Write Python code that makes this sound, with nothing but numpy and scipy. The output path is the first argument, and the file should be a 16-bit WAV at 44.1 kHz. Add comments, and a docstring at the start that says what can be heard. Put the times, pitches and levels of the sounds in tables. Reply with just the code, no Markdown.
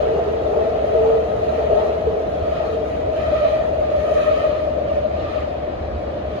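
"""Metro car in a tunnel

The wheels roll over two wavelengths of rail corrugation, made as sines of scattered rate through a dense echo.
Long ripples give a low howl that dies away; short ones a higher drone with brief bursts, and overtones that rasp
in uneven surges. Under them the car body booms and equipment hums. Shaped noise makes the roar, growl, hiss and wash;
resonances make the wheels ring and the fittings tingle. The drone falls in pitch as the train eases off."""
import sys
import numpy as np
from scipy import signal
from scipy.fft import rfft, irfft
from scipy.io import wavfile
from scipy.ndimage import uniform_filter1d

SR = 44100
rng = np.random.default_rng(int(sys.argv[2]) if len(sys.argv) > 2 else 0)


def output_pcm(signal):
    """Save a mono or channel-first signal as 16-bit PCM at the path in sys.argv[1].

    Samples are clipped to [-1, 1] before scaling.
    """
    pcm = np.clip(np.atleast_2d(signal).T, -1, 1) * 32767
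    wavfile.write(sys.argv[1], SR, np.round(pcm).astype(np.int16))


N = 282240
TIME = np.arange(N) / SR
BINS = np.maximum(np.fft.rfftfreq(N, 1 / SR), 1)  # Hz
NOISE_LAG_MS = .27  # delay at the left ear
CONTACT_SAG_DB_PER_S = 0.25  # roar, hiss and tingles sink as the train eases off
GRAIN_DB = 1.6  # depth of random patches of pitch and time in the roar and ring
HALF_PAN = np.array([[.5], [-.5]])  # shares a left minus right level between the ears


def from_db(db):
    """Decibels to gain."""
    return 10 ** (np.asarray(db) / 20)


def in_time(rows):
    """A table over seconds, joined by straight lines, at every sample."""
    s, value = np.transpose(rows)
    return np.interp(TIME, s, value)


def at_bins(points):
    """A table over log frequency at every bin."""
    hz, value = np.transpose(points)
    return np.interp(np.log(BINS), np.log(hz), value)


def swells(rows, between_db):
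    """Level in dB: each row is a bell-shaped swell, 6 dB down at its ends, added in power to the level between."""
    power = from_db(between_db) ** 2
    for middle_s, length_s, level_db in rows:
        bell = .5 ** ((2 * (TIME - middle_s) / length_s) ** 2)
        power = power + (from_db(level_db) * bell) ** 2
    return 10 * np.log10(power)


def drift(rate_hz, count=1):
    """Rows of slow chance with spread 1: white noise through a two-pole lowpass, drawn at every 40th sample."""
    r = np.exp(-2 * np.pi * rate_hz * 40 / SR)
    white = rng.standard_normal((count, N // 40 + 2002))
    slow = signal.lfilter([1], [1, -2 * r, r * r], white)[:, 2000:]  # drops the start of the filter
    position = np.arange(N) / 40
    return np.array([np.interp(position, np.arange(len(row)), row / row.std()) for row in slow])


def at_ears(pair, likeness, lag_ms, pan_db=0):
    """Two unrelated spectra become left and right: partly alike, the left one delayed; centre rms 1."""
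    alike = np.clip(likeness, 0, .999)
    mixed = alike * pair[0] + np.sqrt(1 - alike ** 2) * pair[1]
    left = mixed * np.exp(-2j * np.pi * BINS * lag_ms / 1000)
    x = irfft([left * from_db(pan_db), pair[0]], N)
    return x / x.mean(0).std()


def steadied(x, span_s):
    """Keeps the fast flutter of each channel and evens out its slow swells; rms 1."""
    size = max(int(span_s * SR), 2)
    power = uniform_filter1d(uniform_filter1d(x ** 2, size), size)
    x = x / np.sqrt(power + 1e-12)
    return x / x.std()


def patchy(x, patch_db, size_bands=4, size_frames=11):
    """Small random patches of pitch and time come out louder or softer; centre rms 1."""
    spectra = signal.stft(x, nperseg=512)[2]
    field = rng.standard_normal(spectra.shape[1:])
    for size, axis in [(size_bands, 0), (size_frames, 1)] * 2:
        field = uniform_filter1d(field, size, axis=axis)
    x = signal.istft(spectra * from_db(patch_db * field / field.std()))[1][:, :N]
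    return x / x.mean(0).std()


def cabin_noise(spectrum):
    """Random vibration radiated by the panels, dying off past the ends of its spectrum; the left ear is late."""
    # likeness of the sound at the two ears: hz, likeness (0-1)
    likeness = [(30, .95), (100, .99), (240, .92), (330, .85), (420, .6), (600, .25), (1000, .15),
                (1800, .33), (3500, .2), (6500, .35), (10000, .65)]
    # balance of the ears: hz, left_minus_right_db
    balance = [(90, -1.8), (180, -1.4), (350, 2.3), (440, 0), (550, 3.5), (800, 2), (1050, 0), (1400, 1),
               (2200, 0), (4500, -1), (6000, -3), (8000, 0)]
    inside = np.clip(BINS, spectrum[0][0], spectrum[-1][0])
    skirts_db = -30 * abs(np.log2(BINS / inside))  # 30 dB per octave
    pair = rfft(rng.standard_normal((2, N))) * from_db(at_bins(spectrum) + skirts_db)
    return at_ears(pair, at_bins(likeness), NOISE_LAG_MS, at_bins(balance))


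def tunnel_echo(x, t60):
    """Spectra of two signals after dense reflections between tunnel wall and car; t60 in seconds."""
    tails = rng.standard_normal((2, N)) * from_db(-60 * TIME / t60)
    response = rfft(tails)
    response /= np.sqrt(uniform_filter1d(abs(response) ** 2, size=100))  # evens out the tone colour
    soft_ends = signal.windows.tukey(N, .004)
    return rfft(x * soft_ends) * response


def wheel_phases(rate_hz, unevenness, change_hz, lock):
    """Four wheels a side ride unevenly spaced ripples; the first locks to them best, the last wanders most."""
    wander = unevenness * np.tile(np.linspace(lock, 1, 4), 2)[:, None]
    hz = rate_hz * (1 + wander * drift(change_hz, count=8))
    turns = np.cumsum(hz, axis=1) / SR + rng.random((len(hz), 1))
    return (2 * np.pi * (turns % 1)).astype(np.float32).reshape(2, -1, N)


def standing_out(level_db, roughness_db):
    """Gain of a rail pattern: when shallow it is lost in the general roughness."""
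    level = from_db(level_db)
    return level ** 2 / np.hypot(level, from_db(roughness_db))


def low_howl(rate_hz):
    """Long, smooth ripples shake the wheels as a wavering sine; on the deepest ones the wheels fall into step."""
    # patches of long ripples: middle_s, length_s, level_db (before masking by roughness and trim)
    patches = [(0.11, 0.14, -17.5), (0.31, 0.17, -22), (0.62, 0.29, -23), (1.07, 0.2458, -14),
               (1.38, 0.15, -25), (1.6, 0.075, -21.5), (1.81, 0.3, -22.5), (2.15, 0.14, -22.5),
               (2.77, 0.25, -25.5), (3.08, 0.16, -31), (4.2, 0.54, -31.5)]
    long_ratio = .706  # rate of the long ripples against the short ones
    in_step_db = -16  # howl level that halves the scatter of the wheels' rates
    level_db = swells(patches, -26.5 - 2.08 * TIME)  # between the patches it sinks in dB per s
    unevenness = .079 / (1 + from_db(level_db - in_step_db) ** 4)  # share of the rate
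    waver = 1 + 0.1212 * unevenness * drift(9)[0]  # common to all wheels
    phase = wheel_phases(rate_hz * long_ratio * waver, unevenness, change_hz=35.53, lock=0.4387)
    howl = at_ears(tunnel_echo(np.sin(phase).sum(1), t60=0.13), likeness=0.73, lag_ms=0.34)
    flutter = from_db(-0.63 + 1.8 * drift(17))
    return flutter * standing_out(level_db, roughness_db=-34.5) * steadied(howl, span_s=0.032)


def high_drone(rate_hz, bite_db):
    """Short ripples sing higher, more in step where they bite; standing waves in the car flutter at each ear."""
    # the drone throughout: time_s, level_db (before trim and flutter)
    drone_levels = [(0.0, -16), (0.25, -25), (0.55, -20), (1.0, -18), (1.3, -22), (1.75, -16.5), (2.1, -22),
                    (2.55, -20), (2.8, -23), (3.45, -16), (3.7, -18), (4.2, -15.5), (4.7, -19.5),
                    (4.95, -20.5), (5.2, -22), (5.8, -30), (6.4, -24.5)]
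    trim_db, pan_db, flutter_db = -3, 3, 1.62
    settle_s = 16  # time constant in which the wheels' scatter narrows
    lock_per_db = 0.108  # dB by which the scatter shrinks for each dB of bite
    ears_db = pan_db * HALF_PAN + flutter_db * drift(27, count=2)
    unevenness = .078 * np.exp(-TIME / settle_s) * from_db(-lock_per_db * bite_db)
    phase = wheel_phases(rate_hz, unevenness, change_hz=44.32, lock=0.4483)
    drone = at_ears(tunnel_echo(np.sin(phase).sum(1), t60=0.29), likeness=0.33, lag_ms=0.56)
    return from_db(trim_db + in_time(drone_levels) + ears_db) * steadied(drone, span_s=0.037)


def hammering(rate_hz, bite_db):
    """Wheels strike the crests of deep short ripples: the harder, the richer the overtones, each flaring alone."""
    # overtones of the drone's rate at full bite, against each other: multiple, level_db
    overtones = [(2, 5), (3, -5), (4, -9.5), (5, -14.5), (6, -26.5)]
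    full_bite_db = 13.5
    tilt_db = 0.044 * (bite_db - full_bite_db)  # per step up the overtones
    phase = wheel_phases(rate_hz, unevenness=.052, change_hz=38.06, lock=.55)
    strikes = 0
    for multiple, level_db in overtones:
        flare_db = 1.6 * drift(16)
        gain = from_db(level_db + (multiple - 2) * tilt_db + flare_db)
        strikes = strikes + gain * np.sin(multiple * phase).sum(1)
    rasp = at_ears(tunnel_echo(strikes, t60=0.07), likeness=0.24, lag_ms=0.15)
    depth = standing_out(-47 + bite_db, roughness_db=-47.5)
    return from_db(2.0) * depth * steadied(rasp, span_s=0.18)


def drone_bursts():
    """Short bursts of the drone swell and fade, each at its own pitch and side; also gives the drone left under them."""
    # bursts: start_s, level_db (before trim), pitch_hz, left_minus_right_db, rise_s, left_delay_ms
    bursts = [(0.002, -14.5, 629, 10, 0.0064, 0.3), (0.043, -17, 630, 1, 0.0076, 0.58),
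              (0.189, -14.5, 667, -3.5, 0.015, 0.35), (0.45, -16, 614, 13, 0.016, 0.49),
              (0.561, -14, 612, 11, 0.011, 0.29), (0.608, -13.5, 640, 6, 0.01, 0.33),
              (0.663, -11.5, 642, 3, 0.01, 0.28), (0.722, -14, 655, 8, 0.0056, 0.22),
              (0.838, -8.5, 624, 1, 0.0076, 0.44), (0.94, -11, 628, 4, 0.011, 0.34),
              (0.963, -12, 647, 7, 0.018, -0.27), (1.047, -12.5, 634, -1, 0.012, 0.78),
              (1.114, -11.5, 619, 5, 0.015, 0.76), (1.425, -11, 625, 4, 0.0093, 0.62),
              (1.477, -11.5, 635, -2.5, 0.015, 0.68), (1.725, -8.5, 620, 7, 0.0067, 0.32),
              (1.764, -8.5, 615, 6, 0.013, 1), (2.066, -10, 446, 2, 0.0097, 0.32),
              (2.469, -16, 609, -7, 0.0089, 0.67), (2.514, -12.5, 624, 5.5, 0.012, 0.54),
              (2.598, -14, 622, 7, 0.008, 0.3), (3.088, -16.5, 627, 14, 0.0099, 0.71),
              (3.159, -17.5, 640, -2, 0.017, 0.09), (3.275, -13.5, 636, 3, 0.012, -0.064),
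              (3.317, -11.0, 601, 4, 0.014, -0.17), (3.345, -12.0, 630, -7, 0.012, 0.48),
              (3.404, -13, 601.4, -5.5, 0.025, 0.32), (3.434, -9, 648, -4.5, 0.019, 0.44),
              (3.525, -10, 630, 5, 0.014, 0.33), (3.609, -14.5, 640, 0, 0.0032, 0.42),
              (3.805, -10.5, 600, 5, 0.0088, 0.6), (3.928, -13, 602, -3, 0.017, 0.67),
              (3.982, -14, 597, 8.5, 0.014, 0.49), (4.112, -12, 606, 7, 0.008, 0.29),
              (4.149, -8.5, 600, 3.5, 0.015, 0.88), (4.202, -13, 590, 1, 0.01, 0.81),
              (4.269, -13, 605, 11, 0.017, -0.49), (4.307, -8.5, 618, 0, 0.0095, 0.55),
              (4.342, -10, 609, 2, 0.004, 0.61), (4.432, -10.5, 620, -2, 0.014, -0.4),
              (4.472, -14.5, 602, 9, 0.0048, -0.1), (4.671, -18.0, 613, 11, 0.007, 0.58),
              (4.811, -13.5, 600, 4, 0.007, 0.6), (4.909, -12, 621, 4.5, 0.011, 0.5),
              (4.964, -12.5, 595, -2, 0.014, 0.56), (5.038, -15.5, 610, 10, 0.015, 0.3),
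              (5.353, -18, 619, 9.5, 0.017, 0.98), (5.632, -19, 599, 4, 0.011, 0.6),
              (5.672, -18, 603, 6, 0.011, 0.45)]
    trim_db = -0.7
    duck = 0.55  # share by which the drone ducks under each burst
    out, drone_left = np.zeros((2, N)), np.ones(N)
    for start_s, level_db, pitch_hz, pan_db, rise_s, lag_ms in bursts:
        near = slice(max(int(start_s * SR), 0), int((start_s + 10 * rise_s) * SR))
        age = TIME[near] - start_s
        swell = (age / rise_s) ** 2 * np.exp(2 - 2 * age / rise_s)  # peaks at 1 after rise_s
        tone = np.sin(2 * np.pi * pitch_hz * (age - np.array([[lag_ms / 1000], [0]])))
        out[:, near] += from_db(trim_db + level_db + pan_db * HALF_PAN) * swell * tone
        drone_left[near] *= 1 - duck * swell
    return out, drone_left


def wheel_ring(bite_db):
    """Rolling keeps the wheel discs ringing in a few broad modes; the ring follows the bite, else nearly level."""
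    # modes of the discs, against each other: pitch_hz, width_hz, level_db
    disc_modes = [(1820, 140, 4), (2450, 220, 4), (3040, 310, -2.5), (3950, 1100, -9.5)]
    # the discs sing out briefly: middle_s, length_s, level_db (against the steady ring, added in power)
    flares = [(1.05, 0.22, -5), (1.55, .14, 1.5), (3.455, .12, 0.5), (4.28, .12, -6)]
    modes = sum(from_db(db) / (1 + (2 * (BINS - hz) / width_hz) ** 2) for hz, width_hz, db in disc_modes)
    ring = at_ears(rfft(rng.standard_normal((2, N))) * modes, likeness=0.26, lag_ms=NOISE_LAG_MS)
    level_db = -57.5 + 0.92 * bite_db + swells(flares, 0) - 0.04 * TIME
    return from_db(level_db) * patchy(ring, GRAIN_DB)


def tingles(bite_db, low_hz, high_hz, tilt_db_per_octave, count=72):
    """Many small metal fittings are jolted at random; each rings briefly at its own pitch and place."""
    jolts_per_s, t60_s = 260, 0.12  # jolts of all fittings together
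    out = np.zeros((2, N))
    r = from_db(-60 / (t60_s * SR))  # decay per sample
    sides = rng.uniform(-.25, .75, count) * np.pi
    for hz, side in zip(np.linspace(low_hz, high_hz, count), sides):
        chance = rng.random(N, dtype=np.float32)
        jolts = (chance < jolts_per_s / count / SR) + 1e-18  # the tiny offset keeps the filter fast
        w = 2 * np.pi * hz * rng.uniform(.99, 1.01) / SR
        ring = signal.lfilter([1, 0, -1], [1, -2 * r * np.cos(w), r * r], jolts)
        gain = from_db(tilt_db_per_octave * np.log2(hz / low_hz))
        out += gain * np.outer([np.cos(side), np.sin(side)], ring)
    band = signal.butter(2, [low_hz, high_hz], "band", fs=SR, output="sos")
    out = signal.sosfilt(band, out)
    level_db = -49.5 + 0.54 * bite_db - CONTACT_SAG_DB_PER_S * TIME
    return from_db(level_db) * out / out.std()


def rolling(bite_db):
    """Fine roughness of steel roars, worn patches growl, the flanges hiss, and the tunnel returns an even wash."""
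    # spectra, each levelled as a whole afterwards: pitch_hz, density_db (per Hz)
    roar_spectrum = [(400, -3), (800, 0.5), (1000, -1), (1500, -0.9), (1800, 0.5), (2150, -1), (3000, -3.5),
                     (4000, -7), (4700, -10.5), (5400, -13.5)]
    growl_spectrum = [(560, -17.5), (680, -1.5), (780, -0.5), (880, -2.5), (980, -17), (1100, -11)]
    hiss_spectrum = [(3500, -9.5), (5000, -3.5), (6500, 6.5), (8000, -15.5), (10000, -3.5), (12000, -9),
                     (14000, -15.5)]
    wash_spectrum = [(100, -2.5), (125, -2.5), (170, -2), (250, -2.5), (330, -0.5), (400, -4), (520, 2.67),
                     (720, 1), (850, -11.5), (1000, -11.5), (1600, -20), (4000, -37.5)]
    # worn patches of rail: middle_s, length_s, level_db (before masking by roughness and trim)
    worn_patches = [(0.19, 0.076, -36.5), (0.58, 0.13, -35), (1.09, 0.19, -34), (1.33, 0.18, -40),
                    (2.1, 0.23, -37), (1.6, 0.093, -36), (1.82, 0.2, -33), (2.63, 0.13, -36.5),
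                    (3.26, 0.065, -42), (3.58, 0.63, -39), (4.48, 0.18, -39.5), (4.95, 0.054, -42),
                    (5.3, .3, -49)]
    # flanges brush the rail and hiss harder: middle_s, length_s, level_db (against steady hiss, added in power)
    brushes = [(1.05, .5, -4.5), (1.8, .3, -5), (2.92, .14, -1.5), (4.25, 0.55, 1), (6.35, 0.22, 2)]
    sag_db = CONTACT_SAG_DB_PER_S * TIME
    fade_db = 2.5 * np.maximum(TIME - 4.06, 0)  # the hiss fades further from 4.06 s on, in dB per s
    roar_db = -49.5 + 0.45 * bite_db - sag_db + .5 * drift(29)
    roar = from_db(roar_db) * patchy(cabin_noise(roar_spectrum), GRAIN_DB)
    wear_db = swells(worn_patches, -36.5 - 4.1 * TIME)
    growl = from_db(7.0) * standing_out(wear_db, roughness_db=-29.5) * cabin_noise(growl_spectrum)
    hiss_db = -66.5 + 0.42 * bite_db + swells(brushes, 0) - sag_db - fade_db + drift(8)
    hiss = from_db(hiss_db) * cabin_noise(hiss_spectrum)
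    wash = from_db(-28.5 - 0.24 * TIME) * cabin_noise(wash_spectrum)
    return roar + growl + hiss + wash


def hum(hz, wander_hz):
    """A slightly wavering sine of rms 1."""
    return np.sqrt(2) * np.sin(2 * np.pi * np.cumsum(hz + wander_hz * drift(2.9)) / SR)


def car_body():
    """The floor booms, shaken by a fan, and swells briefly and unevenly; a transformer hums beneath it."""
    # boom spectrum, levelled as a whole afterwards: pitch_hz, density_db (per Hz)
    boom_spectrum = [(28, -27.5), (40, -12.5), (52, -8), (64, 1.5), (84, -1), (100, -8.5), (135, -17)]
    # the boom swells briefly: middle_s, length_s, level_db (added in power to the steady boom)
    boom_swells = [(0.065, 0.08, -32.5), (0.32, 0.054, -34), (0.45, 0.057, -33), (0.86, 0.055, -33),
                   (1.0, 0.056, -31.5), (1.21, .07, -35), (1.4, .05, -30), (1.5, 0.053, -32),
                   (1.65, 0.056, -32), (1.73, 0.046, -28), (2.075, 0.091, -31), (2.42, 0.036, -23.5),
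                   (2.5, 0.044, -36), (2.96, .06, -30), (3.06, 0.05, -29.5), (3.29, 0.18, -31.5),
                   (3.71, 0.044, -32.5), (3.8, 0.049, -31), (3.99, 0.053, -30.5), (4.2, .07, -36),
                   (4.715, 0.047, -25), (4.95, 0.054, -27), (5.165, .05, -27), (5.245, 0.044, -30),
                   (5.39, 0.064, -30), (5.83, 0.1, -30), (5.945, 0.089, -27), (6.075, 0.082, -36),
                   (6.28, 0.041, -27)]
    fan = from_db(-4.5) * hum(74.6, wander_hz=0.71)  # level against the boom noise
    shaking = cabin_noise(boom_spectrum) + fan
    boom = from_db(swells(boom_swells, -34.5)) * steadied(shaking, span_s=0.12)
    mains = from_db(-48) * hum(118.1, wander_hz=.5)
    return (boom + mains) * from_db([[-1.2], [.6]])  # left, right


def scene():
    """Everything heard inside the car."""
    # short ripples passed per second, which follows the speed: time_s, rate_hz
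    ripple_rate = [(0, 634), (1.0, 634), (3.5, 623), (4.3, 614), (5.0, 606), (6.4, 604)]
    # wheels bite into deep short ripples: middle_s, length_s, bite_db (against smooth rail, added in power)
    surges = [(0.05, 0.7, 3.5), (0.65, 0.28, 3.5), (1.08, 0.59, 3.5), (1.56, 0.28, 4.5), (1.83, 0.28, 6.5),
              (2.6, 0.29, 7), (2.93, 0.15, -1.5), (3.195, 0.092, 8.5), (3.28, 0.097, 10), (3.365, 0.08, 12),
              (3.47, 0.22, 11.5), (3.61, 0.2, 3), (3.97, 0.31, 5), (4.09, 0.086, 8), (4.23, .18, 14),
              (4.39, 0.23, 12), (4.57, 0.28, 6.5), (4.93, 0.14, 4), (5.2, 0.12, 4.5), (5.34, 0.22, 8.5),
              (6.35, 0.16, -3.5)]
    rate_hz = in_time(ripple_rate)
    bite_db = swells(surges, 0)
    bursts, drone_left = drone_bursts()
    howl = low_howl(rate_hz)
    drone = drone_left * high_drone(rate_hz, bite_db)
    wheels = howl + drone + hammering(rate_hz, bite_db) + bursts
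    metal = wheel_ring(bite_db) + tingles(bite_db, low_hz=1292, high_hz=4776, tilt_db_per_octave=-7.0)
    return wheels + metal + rolling(bite_db) + car_body()


def record(dry):
    """The ends are eased over a few milliseconds and the top is cut steeply."""
    eased = dry * signal.windows.tukey(N, .001)
    top_cut = signal.ellip(10, .2, 80, 12400, fs=SR, output="sos")  # ripple dB, stop dB, cutoff Hz
    return signal.sosfilt(top_cut, eased)


dry = scene()
out = record(dry)
output_pcm(out)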